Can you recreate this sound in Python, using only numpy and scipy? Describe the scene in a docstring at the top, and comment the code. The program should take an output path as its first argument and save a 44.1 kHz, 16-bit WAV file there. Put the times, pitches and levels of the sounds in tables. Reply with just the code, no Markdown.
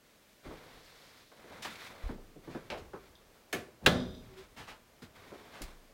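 """Cloth rustles in a quiet bedroom, then a dropped phone thuds on the bed: noise in grains, and noise-band blows.
Someone slides off the bedding (noise carried on a gliding pitch) and walks to a hollow wooden door.
The door is pushed to and the latch clacks; then the door bangs home and its hardware rattles (blows and ringing modes).
Bare feet scuff back across the floor, a board groans on one wavering note, and a light switch clicks."""
import sys
import numpy as np
from scipy import signal
from scipy.fft import rfft, irfft
from scipy.io import wavfile

SR = 44100
rng = np.random.default_rng(int(sys.argv[2]) if len(sys.argv) > 2 else 0)


def digitize_waveform(pressure):
    """Quantize a signal to 16-bit integers and store it at the path in sys.argv[1].

    Rows of a 2-D input are taken as channels; values are limited to [-1, 1].
    """
    field = np.atleast_2d(pressure).T
    bounded = np.clip(field, -1, 1)
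    quanta = np.round(bounded * 32767).astype(np.int16)
    wavfile.write(sys.argv[1], SR, quanta)


N = 261858
TIME_S = np.arange(N) / SR
AFTER_S = TIME_S[:int(1.4 * SR)]  # time since a strike
EDGES_HZ = np.geomspace(20, 17000, 25)
CUTOFF_HZ = 15900


def from_db(db):
    """Decibels to gain."""
    return 10 ** (np.asarray(db) / 20)


def rms_one(x):
    """Scale to rms 1."""
    return x / np.sqrt(np.mean(x ** 2) + 1e-30)


def at_hz(points, hz):
    """Read a table on a log-frequency axis."""
    table = np.array(points)
    return np.interp(np.log(hz), np.log(table[:, 0]), table[:, 1])


def add(out, start_s, sound):
    """Mix a sound in at start_s."""
    start = int(start_s * SR)
    out[start:start + len(sound)] += sound[:N - start]


def drift(rate_hz):
    """Smooth chance: normal random knots, rate_hz per second, joined by lines."""
    knots = rng.standard_normal(4096)
    return np.interp(TIME_S * rate_hz, np.arange(len(knots)), knots)


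def arch(start_s, length_s):
    """A stroke that rises from 0 to 1 and falls back."""
    return np.sin(np.pi * np.clip((TIME_S - start_s) / length_s, 0, 1))


def decay(t60_s):
    """Exponential fall of 60 dB in t60_s."""
    return np.exp(-np.log(1000) * AFTER_S / t60_s)


def ring(modes):
    """Struck modes: decaying sines, signs alternating."""
    out = 0
    for k, (hz, db, t60_s) in enumerate(modes):
        out = out + (-1) ** k * from_db(db) * decay(t60_s) * np.sin(2 * np.pi * hz * AFTER_S)
    return out


def noise(colour, grain_db, grain_rate_hz):
    """Coloured noise that comes in tiny bursts of uneven level; rms 1."""
    grains = rng.standard_normal(N) * from_db(grain_db * drift(grain_rate_hz))
    hz = np.maximum(np.fft.rfftfreq(N, 1 / SR), 1)
    octaves_below = np.maximum(np.log2(colour[0][0] / hz), 0)
    octaves_above = np.maximum(np.log2(hz / colour[-1][0]), 0)
    gain = from_db(at_hz(colour, hz) - 16 * (octaves_below + octaves_above))
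    return rms_one(irfft(rfft(grains) * gain, N))


def bounce(sound, low_hz=600):
    """Nearby surfaces throw back mainly the treble."""
    return signal.sosfilt(signal.butter(2, low_hz, "high", fs=SR, output="sos"), sound)


# Bedroom decay. Each row: frequency in Hz, t60 in s.
ROOM = [(50, 2.17), (150, 0.74), (300, 0.64), (600, 0.53), (1300, 0.49), (3000, 0.35), (7000, 0.42),
        (15000, 0.23)]
# Each band: centre in Hz, width in Hz, filter.
BANDS = [(np.sqrt(lo * hi), hi - lo, signal.butter(2, [lo, hi], "band", fs=SR, output="sos"))
         for lo, hi in zip(EDGES_HZ, EDGES_HZ[1:])]


def blow(colour, attack_s, ring_t60_s, room_db, bass_db=0, treble_db=0):
    """Dense modes of a struck body die fast and the room holds each band longer; rms 1 over the first 50 ms."""
    out = 0
    body = (1 - np.exp(-AFTER_S / max(attack_s, 1e-4))) * decay(ring_t60_s)
    fed = np.cumsum(body ** 2) / np.sum(body ** 2)  # the room fills as the body gives up its energy
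    for hz, width_hz, sos in BANDS:
        tail = from_db(room_db) * body.max() * decay(at_hz(ROOM, hz))
        envelope = np.sqrt(body ** 2 + fed * tail ** 2)
        band = signal.sosfilt(sos, rng.standard_normal(len(AFTER_S)) * envelope)
        bass_tilt_db = bass_db * np.clip(np.log2(500 / hz), 0, 3)
        treble_tilt_db = treble_db * np.clip(np.log2(hz / 600), 0, 3)
        band_db = at_hz(colour, hz) + bass_tilt_db + treble_tilt_db
        out = out + rms_one(band) * np.sqrt(width_hz) * from_db(band_db)
    return out / np.sqrt(np.mean(out[:SR // 20] ** 2))


# First bounces off floor, walls and ceiling. Each row: delay in s, level in dB.
WALLS = [(.0029, -26), (.0071, -17.5), (0.0141, -13.5), (0.0186, -11)]


def blows(table, colour, room_db):
    """All the blows on one kind of body, each with its first wall bounces."""
    out = np.zeros(N)
    for start_s, db, bass_db, treble_db, attack_s, ring_t60_s in table:
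        hit = blow(colour, attack_s, ring_t60_s, room_db, bass_db, treble_db)
        add(out, start_s, from_db(db - .5) * hit)  # -0.5 dB: overall level of the blows
    thrown = bounce(out)
    for delay_s, wall_db in WALLS:
        add(out, delay_s, from_db(wall_db) * thrown)
    return out


# Air colour. Each row: frequency in Hz, density in dB per Hz.
AIR = [(20, -8), (40, -5.5), (70, -7), (130, -8), (200, -4), (270, -5), (420, -6), (620, -5), (780, -12.5),
       (1500, -13), (2300, -14), (5000, -17.5), (10000, -22.5), (16000, -22.5)]
AIR_DB = -64.5


def still_air():
    """The room's faint, steady broadband noise."""
    return from_db(AIR_DB) * noise(AIR, grain_db=0.6, grain_rate_hz=13)


# Body weight on the floor. Each row: push centre in s, level in dB, push length in s.
WEIGHT = [(0.459, -48, 0.0045), (0.743, -55, 0.017), (0.852, -63, 0.012), (2.04, -31, 0.012),
          (2.526, -54, .012), (3.854, -37, 0.006), (4.697, -53, 0.023), (5.616, -35.5, 0.02)]
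# Floor sway modes. Each row: frequency in Hz, level in dB, t60 in s.
JOISTS = [(26.5, -8, 1), (42.8, 5, 0.12), (59, -3.5, 0.38), (78, -2.5, 0.2)]


def floor_sway():
    """A slow push of body weight rocks the joists, and the sway ebbs unevenly."""
    pushes = np.zeros(N)
    for centre_s, db, length_s in WEIGHT:
        push = np.sin(np.pi * np.minimum(AFTER_S / length_s, 1)) ** 2
        add(pushes, centre_s - length_s / 2, from_db(db) * push / push.sum())
    return signal.fftconvolve(pushes, ring(JOISTS))[:N] * from_db(2.6 * drift(41))


# Slips of a floorboard under the turning foot. Each row: start in s, length in s, level in dB.
GROANS = [(4.286, 0.084, -57), (4.355, 0.083, -50)]
GROAN_HZ, GROAN_RISE_HZ = 374, 8  # its note, and how far the load lifts it


def groan():
    """A board slips and sings one slightly unsteady note, louder and higher with the load."""
    load = sum(from_db(db) * arch(start_s, length_s) for start_s, length_s, db in GROANS)
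    hz = (GROAN_HZ + GROAN_RISE_HZ * load / load.max()) * (1 + 0.0077 * drift(36))
    return np.sqrt(2) * load * np.sin(2 * np.pi * np.cumsum(hz) / SR)


MOVE_ATTACK_S, MOVE_RELEASE_S = 0.029, 0.034  # linear rise, release time constant


def held(start_s, length_s):
    """A movement's envelope: attack, hold, release."""
    attack = np.clip((TIME_S - start_s) / MOVE_ATTACK_S, 0, 1)
    return attack * np.exp(-np.clip((TIME_S - start_s - length_s) / MOVE_RELEASE_S, 0, 20))


# Body movements that drag bedding or clothes; cloth() scales the levels by layer.
# Each row: start in s, length in s, rubbing in dB, hiss in dB.
MOVES = [(0.023, 0.45, -75, -72.5), (0.426, 0.38, -56, -60), (0.82, 0.4, -61, -62.5),
         (1.35, .16, -56, -62.5), (1.493, 0.12, -50, -58), (1.642, 0.22, -54, -48.5),
         (1.881, 0.24, -51.5, -59), (2.423, .33, -60, -65), (2.978, 0.095, -70, -66),
         (4.212, 0.22, -61.5, -64.5), (5.133, .59, -54.5, -59.5)]
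# Rub colour. Each row: frequency in Hz, density in dB per Hz.
RUB = [(25, -2.5), (45, -10.5), (85, -3.5), (150, -3.5), (210, -1.5), (300, -6.5), (470, -1), (700, -4.5),
       (1200, -8), (1800, -13)]
# Hiss and crackle colour. Each row: frequency in Hz, density in dB per Hz.
HISS = [(1000, -6.5), (1450, -5), (1750, -4.5), (2250, -2), (2800, -11), (3500, -6), (4700, -12.5),
        (6000, -17), (7600, -21), (11000, -23.5), (16000, -26)]
# once upright, the clothes never quite rest; levels scaled by layer too
STAND_S, WALK_RUB_DB, WALK_HISS_DB = 1.7, -64, -77.5


def cloth(uneven_db):
    """Fabric gives a lumpy rub, a finer hiss and tiny crackles as folds give way."""
    upright = held(STAND_S, N / SR)
    rub_power = (from_db(WALK_RUB_DB) * upright) ** 2
    hiss_power = (from_db(WALK_HISS_DB) * upright) ** 2
    for start_s, length_s, rub_db, hiss_db in MOVES:
        motion = held(start_s, length_s)
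        rub_power = rub_power + (from_db(rub_db) * motion) ** 2
        hiss_power = hiss_power + (from_db(hiss_db) * motion) ** 2
    rub = from_db(-3.5) * noise(RUB, grain_db=1, grain_rate_hz=110)
    hiss = from_db(-1.3) * noise(HISS, grain_db=2.0, grain_rate_hz=120)
    crackle = from_db(-10.0) * noise(HISS, grain_db=4, grain_rate_hz=820)
    fabric = np.sqrt(rub_power) * rub + np.sqrt(hiss_power) * (hiss + crackle)
    return fabric * from_db(uneven_db * drift(18))


# trousers slide over the sheet in one stroke that speeds up and slows down
SLIDE_S, SLIDE_LENGTH_S, SLIDE_DB = .53, 1.0, -65
WEAVE_HZ, WEAVE_RISE_HZ = 3010, 1353  # pitch of the weave at a crawl, and its rise at full speed


def slide(spread):
    """Threads ride over threads at a rate that follows the sliding speed, giving a broad zip."""
    speed = arch(SLIDE_S, SLIDE_LENGTH_S)
    phase = 2 * np.pi * np.cumsum(WEAVE_HZ + WEAVE_RISE_HZ * speed) / SR
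    lowpass = signal.butter(1, spread * (WEAVE_HZ + WEAVE_RISE_HZ), fs=SR, output="sos")
    blur = signal.sosfilt(lowpass, rng.standard_normal((2, N)))
    zipping = rms_one(blur[0] * np.cos(phase) + blur[1] * np.sin(phase))
    return from_db(SLIDE_DB + 1.4 * drift(25.5)) * speed * zipping


# Soft things landing on the mattress. Each row: start in s, level in dB, bass in dB per octave,
# treble in dB per octave, attack in s, ring t60 in s.
BED_BUMPS = [(.453, -48, 3.5, 1.5, 0.0056, 0.13), (.502, -49.5, -9, -2.5, 0.0051, 0.13),
             (1.315, -60, -16, 3, 0.0028, 0.046), (1.44, -57.5, -2, -1, .0005, 0.04)]
# Colour of mattress and foot blows. Each row: frequency in Hz, density in dB per Hz.
FOOT = [(24, -45), (40, -25), (178, -2.5), (321, -1), (421, -0.5), (623, -10), (1120, -14.5), (1400, -19),
        (1540, -17), (3220, -36.5), (3820, -35), (5650, -46), (14000, -56)]


def bed_bumps():
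    """Soft landings: dull noise blows with a short ring."""
    return blows(BED_BUMPS, FOOT, room_db=-8.5)


# Cloth, soles and the door's edge brushing past. Each row: start in s, level in dB, bass in dB per octave,
# treble in dB per octave, length (t60) in s.
SCUFFS = [(1.62, -47, -3, 7.5, 0.075), (1.644, -42, -2.5, 1.5, .06), (2.489, -56.5, 0.5, 1.5, 0.29),
          (2.769, -56, 7, 5, .09), (3.811, -46.5, 5, -17, 0.54), (4.364, -58, 3, 5, .2),
          (4.561, -49, 2, 2.5, 0.26), (4.671, -49, -5.5, 1.5, 0.17), (5.528, -53.5, -14, 1.5, 0.27)]
# Scuff colour. Each row: frequency in Hz, density in dB per Hz.
SOLE = [(35, -30.5), (60, 2), (118, 0), (250, 4.5), (330, -2.5), (862, 0), (1340, -3.5), (1440, 22),
        (1580, -7.5), (2410, -6.5), (11800, -32.5), (16000, -33)]
SCUFF_ATTACK_S = 0.046


def scuffs():
    """Each brush swells in and dies away over its own length."""
    brushes = [(*brush, SCUFF_ATTACK_S, length_s) for *brush, length_s in SCUFFS]
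    return blows(brushes, SOLE, room_db=-9)


# Feet on the floor. Each row: start in s, level in dB, bass in dB per octave, treble in dB per octave,
# attack in s.
FOOTFALLS = [(2.09, -42.5, 3.5, -0.5, .0005), (2.172, -58, -8, -9, .005), (2.356, -53, 4, -17, 0.0033),
             (2.473, -45.5, 5, -3, 0.0007), (2.547, -40.5, 1, 0.5, 0.00044), (2.808, -58.5, 10, -8, .005),
             (5.018, -50, 8.5, 9.5, 0.0059), (5.316, -48.5, -2.5, -4.5, .001),
             (5.606, -50.5, 1.5, 1.5, 0.0026)]
# Floorboards under a heel. Each row: frequency in Hz, level in dB, t60 in s.
BOARDS = [(171, -7, 0.084), (218, 4.5, 0.086), (302, 2, 0.12), (388, -12, .09)]
FOOT_T60_S = 0.15  # the floor rings alike under every step


def footfalls():
    """Each step is a slap of the sole and a short knock of the boards."""
    out = blows([(*step, FOOT_T60_S) for step in FOOTFALLS], FOOT, room_db=-13)
    for start_s, db, *_ in FOOTFALLS:
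        add(out, start_s + 0.002, from_db(db - 1.5) * ring(BOARDS))
    return out


# A soft push of the hand on the leaf. Each row: start in s, level in dB, bass in dB per octave,
# treble in dB per octave, attack in s, ring t60 in s.
PALM_PUSH = [(2.933, -44.5, 0, -1.5, .0007, 0.19)]
# Palm colour. Each row: frequency in Hz, density in dB per Hz.
PALM = [(59, -45), (100, -11), (276, -9.5), (403, 2), (779, -20), (839, -10.5), (1160, -9.5), (2000, -25),
        (2360, -41), (2850, -29), (9000, -48), (11700, -78), (19800, -120)]


def palm_push():
    """A hand on the hollow leaf gives a dull thud."""
    return blows(PALM_PUSH, PALM, room_db=-11.5)


# The door meeting its frame. Each row: start in s, level in dB, bass in dB per octave,
# treble in dB per octave, attack in s, ring t60 in s.
DOOR_KNOCKS = [(2.7011, -43, 4, 3.5, 0.00016, 0.076), (2.716, -41, -2, -1.5, 0.00098, 0.19)]
# Wood colour. 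Each row: frequency in Hz, density in dB per Hz.
WOOD = [(35, -9), (60, -8), (174, -10), (605, 1.5), (727, -12), (895, -7.5), (1490, -14.5), (2650, -13),
        (3840, -24.5), (4840, -26.5), (6840, -39), (15000, -50)]


def door_knocks():
    """The leaf knocks on its frame: short woody noise blows."""
    return blows(DOOR_KNOCKS, WOOD, room_db=-10.5)


# Small mechanisms (latch bolt, light switch). Each row: start in s, level in dB, bass in dB per octave,
# treble in dB per octave, attack in s, ring t60 in s.
CLICKS = [(3.527, -37, -4, 1, 0.0012, 0.048), (3.534, -38.5, 1, -0.5, 0.00048, 0.24),
          (3.837, -48, 10, 0, 0.0037, 0.25), (3.858, -49, -15, -3.5, 0.00097, 0.0623),
          (5.618, -50, 3, 8.5, 0.00015, 0.071)]
# Click colour. Each row: frequency in Hz, density in dB per Hz.
LATCH = [(35, -31.5), (60, -12), (250, -6), (371, -1.5), (553, -12), (651, -6.5), (1010, -28), (1310, -6.5),
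         (1510, -15), (1740, -11), (2350, -13.5), (2580, -18), (6580, -28.5), (14200, -32), (16000, -40)]
# Latch and strike plate modes. Each row: frequency in Hz, level in dB, t60 in s.
PLATE = [(1120, -16, 0.11), (1306, -6, 0.17), (1464, -3, 0.036), (1580, 10, 0.03), (1687, -5, 0.186),
         (1740, -15, 0.27), (2026, -8, 0.16), (2478, -3.5, 0.087), (2740, 1.5, 0.039), (3096, -5, 0.104),
         (3410, -3.5, 0.136), (3810, -7.5, 0.14), (4140, -5.5, 0.093), (5260, -17, 0.073)]
# Modes of the bolt snapping into the lock case. Each row: frequency in Hz, level in dB, t60 in s.
BOLT = [(373, -17, 0.37), (452, 0, 0.095), (606, -7.5, 0.7), (1646, 9, 0.061), (1730, 4.5, 0.24),
        (2200, 7, 0.11), (3050, -16, .19), (6401, 4, 0.085)]


def latch_and_switch():
    """The bolt touches its plate, later snaps and sets the lock case ringing; the switch clicks."""
    out = blows(CLICKS, LATCH, room_db=-15)
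    add(out, DOOR_KNOCKS[0][0], from_db(-51) * ring(PLATE))
    add(out, CLICKS[1][0], from_db(-45) * ring(BOLT))
    return out


SLAM_S = 3.8617
# Loose knob parts. Each row: frequency in Hz, level in dB, t60 in s.
KNOB = [(3290, -0.5, 0.027), (3535, -3.5, 0.052), (3660, 2.5, 0.027), (3870, -3.5, 0.026),
        (4130, -4.5, 0.019), (4940, -4, 0.036), (5880, -5.5, 0.021)]
# Single ticks of the loose knob. Each row: start in s, level in dB.
KNOB_TICKS = [(3.153, -57.5), (3.913, -42), (3.946, -44), (4.002, -51), (4.063, -54), (4.148, -54.5)]
# the knob chatters from just after the slam, ever weaker, until its parts seat again
CHATTER_DELAY_S, CHATTER_LENGTH_S, CHATTER_DB, CHATTER_FALL_DB_PER_S = 0.034, 0.31, -53.5, 51


def knob_rattle(touches_per_s):
    """Loose metal in the knob chatters unevenly while the leaf shakes: random impulses ring its modes."""
    since_s = TIME_S - SLAM_S - CHATTER_DELAY_S
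    level_db = CHATTER_DB - CHATTER_FALL_DB_PER_S * np.maximum(since_s, 0)
    shaking = (since_s > 0) & (since_s < CHATTER_LENGTH_S)
    touches = (rng.random(N) < touches_per_s / SR) * rng.choice([-1, 1], N)
    touches = touches * shaking * from_db(level_db + 2.7 * drift(200))
    for start_s, db in KNOB_TICKS:
        add(touches, start_s, from_db([db]))
    direct = signal.fftconvolve(touches, ring(KNOB))[:N]
    walls = rng.standard_normal(len(AFTER_S)) * decay(at_hz(ROOM, KNOB[0][0]))
    return direct + from_db(-2) * signal.fftconvolve(direct, walls / np.linalg.norm(walls))[:N]


# Latch crack colour. Each row: frequency in Hz, density in dB per Hz.
CRACK = [(120, -35), (200, -7), (548, 1), (1040, -15), (1560, -0.5), (2210, -5.5), (3970, -1.5),
         (5330, -16), (5840, -16), (7830, -15), (13300, -35), (15100, -21), (16000, -32)]
# Leaf boom colour. Each row: frequency in Hz, density in dB per Hz.
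BOOM = [(35, -9.5), (80, -8.5), (170, 2), (250, -8.5), (320, -7.5), (400, 0.5), (600, -8.5), (950, -12),
        (1500, -15), (2000, -22), (3800, -25.5), (5000, -27), (6700, -38.5), (15000, -42)]
# Door leaf and low room resonances. Each row: frequency in Hz, level in dB, t60 in s.
LEAF = [(53.6, -23, 1.1), (77.1, 1, 0.63), (100.8, -2, 0.55), (134.3, -4, 0.4), (182, 0.5, 0.86),
        (205, -2.5, 0.83), (245, -2.5, 0.84), (278, -6.5, 0.93), (375, -2, 0.37), (458, 1, 0.17),
        (506, -6.5, 0.68), (583, 3, 0.38), (626, -6.5, 0.87), (680, -15, 0.28)]
# Leaf flexing in its frame. Each row: frequency in Hz, level in dB, t60 in s.
SHUDDER = [(171.7, -5, 0.42), (237, 0, 0.64), (250.6, 7, 0.5), (372, -3, 0.7)]
SHUDDER_S = 3.925


def slam():
    """The latch cracks against its plate, the leaf booms into the room and shudders once more against the frame."""
    out = np.zeros(N)
    crack = blow(CRACK, attack_s=0.00066, ring_t60_s=0.048, room_db=-18.0, bass_db=2.5, treble_db=-0.6)
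    add(out, SLAM_S, from_db(-25) * crack)
    # metal on metal: the brightest part is the shortest
    metal = blow(CRACK, attack_s=0.00024, ring_t60_s=0.02, room_db=-36, bass_db=-9, treble_db=-1.5)
    add(out, SLAM_S + .0005, from_db(-31) * metal)
    boom = blow(BOOM, attack_s=0.0011, ring_t60_s=0.078, room_db=-6.5, bass_db=-.5, treble_db=1)
    add(out, SLAM_S + .007, from_db(-26.5) * boom)
    add(out, WALLS[0][0], from_db(-14.5) * bounce(out))  # the wall beside the door combs the treble
    add(out, SLAM_S, from_db(-23.0) * ring(PLATE))
    add(out, SLAM_S, from_db(-34.0) * ring(LEAF) * (1 - np.exp(-AFTER_S / 0.004)))
    add(out, SHUDDER_S, from_db(-35.5) * ring(SHUDDER) * (1 - np.exp(-AFTER_S / 0.019)))
    return out


def scene():
    """Still air of the room, bed, feet and door."""
    bed = bed_bumps() + cloth(uneven_db=0.9) + slide(spread=0.18)
    feet = footfalls() + scuffs() + floor_sway() + groan()
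    handling = palm_push() + door_knocks() + latch_and_switch()
    door = handling + knob_rattle(touches_per_s=220) + slam()
    return (still_air() + bed + feet + door)[None]


def record(dry):
    """The loudest peaks are rounded and the top is cut."""
    top = .46
    lowpass = signal.ellip(10, .1, 70, CUTOFF_HZ, fs=SR, output="sos")
    return signal.sosfilt(lowpass, top * np.tanh(dry / top))


dry = scene()
out = record(dry)
digitize_waveform(out)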